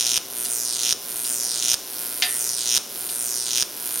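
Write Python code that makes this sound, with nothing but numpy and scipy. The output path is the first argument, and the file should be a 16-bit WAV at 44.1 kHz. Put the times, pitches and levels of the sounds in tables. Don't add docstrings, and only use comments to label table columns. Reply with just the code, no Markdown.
import sys
import numpy as np
from scipy import signal
from scipy.fft import rfft, irfft
from scipy.io import wavfile

SR = 44100
rng = np.random.default_rng(int(sys.argv[2]) if len(sys.argv) > 2 else 0)


def dump_mix(stems):
    frames = np.atleast_2d(stems).T
    limited = np.clip(frames, -1, 1)
    pcm = np.round(limited * 32767).astype(np.int16)
    wavfile.write(sys.argv[1], SR, pcm)


N = 176400
MAINS_HZ, FIRST_STRIKE_S, BAND_EDGE_HZ = 60.015, .00121, 16050

# break time in seconds, time scale of the climb in seconds,
# relative level in dB, time to reach full strength in seconds.
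CLIMBS = [(0.174, 1, -1.5, 0.55), (0.924, 0.37, 0, 0.2), (1.74, 0.39, 0, 0.18), (2.774, 0.35, .5, 0.24),
          (3.626, 0.35, -.5, 0.21), (4.476, 0.36, 2.5, 0.25)]
# height from 0 to 1, gain in dB.
HEIGHT_GAIN = [(0, -2), (.1, -3), (.35, 0), (.65, -2.5), (.85, -1.5), (1, 4)]
# multiple of the spark rate, gain in dB before depth scaling.
BURST_COMB = [(.2, -10), (.42, -9), (.58, -14), (.68, -6.5), (.74, -11.5), (.88, -3.5), (1.15, 0),
              (1.42, 0), (1.66, -7), (1.9, 0.5), (2.25, -0.5), (2.6, -1), (2.9, -10.5), (3.2, -3),
              (3.6, -6), (4.15, -11), (4.6, -4), (6, -12)]
# frequency in Hz, gain in dB.
SPARK_COLOUR = [(100, -22.5), (400, -10), (900, -18.5), (1400, -3.5), (2000, -6), (2300, -5), (2900, -2),
                (4200, -2.5), (5800, 5), (6900, 0.5), (7800, -7), (8500, 3), (9500, 4.5), (10600, -1),
                (11150, 0.5), (11900, -7.5), (12500, -1.5), (14000, -7), (16000, -11)]
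# start in seconds, relative level in dB, centre frequency in Hz.
CAN_TICKS = [(0.4475, -25, 5180), (1.2455, -27, 5080), (2.2224, -13, 3350), (2.2317, -21.5, 3020),
             (3.09, -28.5, 4600)]
# frequency in Hz, relative level in dB, time to fall 60 dB in seconds.
CAN_MODES = [(724, 15, 0.098), (1790, 10.5, 0.23), (1930, -2, 0.61), (2051, -1, 0.2), (2380, -14, .12),
             (2860, 15, 0.05), (3200, -10, 0.073), (4086, -25, .14), (4780, 14, 0.22)]
# delay in milliseconds, left gain in dB, right gain in dB.
REFLECTIONS = [(.76, -52, -39), (3.88, -43, -9.5), (4.12, -49.5, -9), (6.3, -42, -10.5)]
# frequency in Hz, time to fall 60 dB in seconds.
TAIL_T60 = [(200, 0.1), (2000, 0.46), (6000, 0.78), (15000, 0.02)]
# frequency in Hz, gain in dB.
TAIL_SPECTRUM = [(200, 6.5), (1200, 2.5), (3000, -12.5), (6000, -14), (10000, -10), (15000, -80.5)]
# frequency in Hz, relative spectral density in dB.
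RUSH_SPECTRUM = [(25, -10.5), (60, -9.5), (110, -10), (170, -3.5), (260, 1.5), (430, 1), (700, -1.5),
                 (1100, -6), (2200, -12), (4000, -4.5), (8000, -14.5), (16000, -10.5)]
# frequency in Hz, correlation from 0 to 1.
RUSH_CORRELATION = [(30, .1), (120, 0.27), (300, 0.9), (600, 0.76), (2000, 1), (16000, 1)]
# frequency in Hz, left minus right level in dB.
RUSH_BALANCE = [(30, -9), (70, 2), (250, 3), (600, 5.5), (1500, 3)]
# frequency in Hz, RMS level in dB.
RUSH_TONES = [(393.5, -56), (1034, -59)]


def amp(db):
    return 10 ** (np.asarray(db) / 20)


def unit_rms(x):
    return x / np.sqrt(np.mean(x ** 2) + 1e-20)


def curve_at(points, hz):
    f, value = np.transpose(points)
    return np.interp(np.log(hz + 1), np.log(f + 1), value)


def add(mix, start_s, sound):
    part = mix[max(round(start_s * SR), 0):][:len(sound)]
    part += sound[:len(part)]


def minimum_phase(gain_db):
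    return np.exp(np.conj(signal.hilbert(np.log(amp(gain_db)))))


def half_cycles():
    t = np.arange(FIRST_STRIKE_S, N / SR, 1 / (2 * MAINS_HZ))
    break_s, scale_s, climb_db, warm_s = np.transpose(CLIMBS)
    strike = np.arange(len(t))
    last_strikes = np.round((break_s - FIRST_STRIKE_S) * 2 * MAINS_HZ)
    climb = np.searchsorted(last_strikes, strike)
    height = np.exp(-(abs(break_s[climb] - t) / scale_s[climb]) ** 1.805)
    age = t - np.r_[-1, break_s][climb]
    fresh_db = -14.5 * np.clip(1 - age / warm_s[climb], 0, 1)
    level_db = climb_db[climb] + np.interp(height, *np.transpose(HEIGHT_GAIN)) + fresh_db
    return t, height, age, level_db, np.isin(strike, last_strikes)


def arc_buzz(bottom_ms=.087, top_ms=.372, settle_s=.067, treble_lag_s=.000312, comb_depth=1.15, size=256):
    t, height, age, level_db, breaks = half_cycles()
    spacing_noise, level_noise, time_noise = rng.standard_normal((3, len(t)))
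    unsteady = height ** 4
    spacing_ms = bottom_ms + (top_ms - bottom_ms) * height ** 1.475
    spacing_ms *= 1 - .23 * np.exp(-age / settle_s)
    spacing_ms *= 1 + (.02 + .045 * unsteady) * spacing_noise
    polarity_ms = .066 * (np.arange(len(t)) % 2)
    lead_ms = 1.9 * (spacing_ms - bottom_ms)
    starts = t + (polarity_ms + .018 * time_noise - lead_ms) / 1000
    misfires = rng.random(len(t)) < .03
    flicker_db = (.85 + 1.5 * unsteady) * level_noise - 4.5 * misfires
    level_db += np.where(breaks, 3, flicker_db)
    hz, bursts = np.fft.fftfreq(size, 1 / SR), np.zeros(N)
    for start, spacing_s, db in zip(starts, spacing_ms / 1000, level_db):
        frame_s = (round(start * SR) - size // 16) / SR
        sputter_db = 2 * np.interp(abs(hz), np.linspace(0, BAND_EDGE_HZ, 12), rng.standard_normal(12))
        comb_db = comb_depth * np.interp(abs(hz) * spacing_s, *np.transpose(BURST_COMB))
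        delay_s = start - frame_s + treble_lag_s * abs(hz) / BAND_EDGE_HZ / 2
        spectrum = minimum_phase(comb_db + sputter_db) * np.exp(-2j * np.pi * hz * delay_s)
        burst = np.fft.ifft(spectrum * (abs(hz) < BAND_EDGE_HZ)).real
        add(bursts, frame_s, amp(db) * unit_rms(burst))
    colour_db = curve_at(SPARK_COLOUR, abs(np.fft.fftfreq(2048, 1 / SR)))
    colour_taps = np.fft.ifft(minimum_phase(colour_db)).real[:1024]
    return amp(-26) * unit_rms(signal.oaconvolve(bursts, colour_taps)[:N])


def break_pops(pop_ms=.158, puff_ms=2.1):
    out, ms = np.zeros(N), np.arange(1000) * 1000 / SR
    pop = amp(-11.5) * (1 - ms / pop_ms) * np.exp(-ms / pop_ms)
    puff = amp(-30.5) * (1 - ms / puff_ms) * np.exp(-ms / puff_ms)
    strike_s, *_, breaks = half_cycles()
    for start in strike_s[breaks]:
        add(out, start, pop + puff)
    return out


def arc_hum(bottom_db=-74, top_db=-60):
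    strike_s, height = half_cycles()[:2]
    t = np.arange(N) / SR
    level_db = np.interp(t, strike_s, bottom_db + (top_db - bottom_db) * np.sqrt(height))
    return amp(level_db) * unit_rms(np.cos(2 * np.pi * 2 * MAINS_HZ * (t - FIRST_STRIKE_S)))


def can_ticks(width_octaves=.66, crack_s=.01, rattle_s=.032):
    out, t = np.zeros(N), np.arange(SR // 2) / SR
    hz = np.fft.rfftfreq(len(t), 1 / SR)
    envelope = np.exp(-t / crack_s) + amp(-3) * np.exp(-t / rattle_s)
    high_pass = signal.butter(2, 600, 'high', fs=SR, output='sos')
    for start, db, centre_hz in CAN_TICKS:
        band = lambda f: np.exp(-.5 * (np.log2((f + 1) / centre_hz) / width_octaves) ** 2)
        crack = unit_rms(irfft(rfft(rng.standard_normal(len(t))) * band(hz))) * envelope
        ring = np.zeros(len(t))
        for mode_hz, mode_db, t60 in CAN_MODES:
            drive = max(np.sqrt(band(mode_hz)), .15) * rng.choice([-1, 1])
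            ring += drive * amp(mode_db - 60 * t / t60) * np.sin(2 * np.pi * mode_hz * t)
        add(out, start, amp(db) * .5 * signal.sosfilt(high_pass, crack + amp(-18) * ring))
    return out


def room(source, width=.24):
    hz, t, noise = signal.stft(rng.standard_normal((2, SR // 2)), SR, nperseg=256)
    decay = amp(-60 * t / curve_at(TAIL_T60, hz)[:, None])
    energy = (decay ** 2).mean(1, keepdims=True) * SR / 2
    decay *= amp(curve_at(TAIL_SPECTRUM, hz))[:, None] / np.sqrt(energy)
    mid, side = signal.istft(noise * decay, SR, nperseg=256)[1]
    response = np.array([mid + width * side, mid - width * side])
    response[:, 0] = 1
    for ms, left_db, right_db in REFLECTIONS:
        response[:, round(ms * SR / 1000)] += amp([left_db, right_db])
    return signal.fftconvolve(source[None], response, axes=1)[:, :N]


def room_rush():
    hz, t = np.fft.rfftfreq(N, 1 / SR), np.arange(N) / SR
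    left, independent = rfft(rng.standard_normal((2, N)))
    correlation = np.clip(curve_at(RUSH_CORRELATION, hz), -1, 1)
    right = correlation * left + np.sqrt(1 - correlation ** 2) * independent
    tilt = amp(curve_at(RUSH_BALANCE, hz) / 2)
    noise = irfft(np.array([left * tilt, right / tilt]) * amp(curve_at(RUSH_SPECTRUM, hz)), N)
    tones = sum(amp(db) * unit_rms(np.sin(2 * np.pi * f * t)) for f, db in RUSH_TONES)
    return amp(-41) * unit_rms(noise) + tones


def scene():
    return room(arc_buzz() + can_ticks()) + break_pops() + arc_hum() + room_rush()


def record(dry):
    low_pass = signal.firwin(511, BAND_EDGE_HZ, window=("kaiser", 8), fs=SR)
    return signal.oaconvolve(np.clip(dry, -1, 1), low_pass[None], "same")


dry = scene()
out = record(dry)
dump_mix(out)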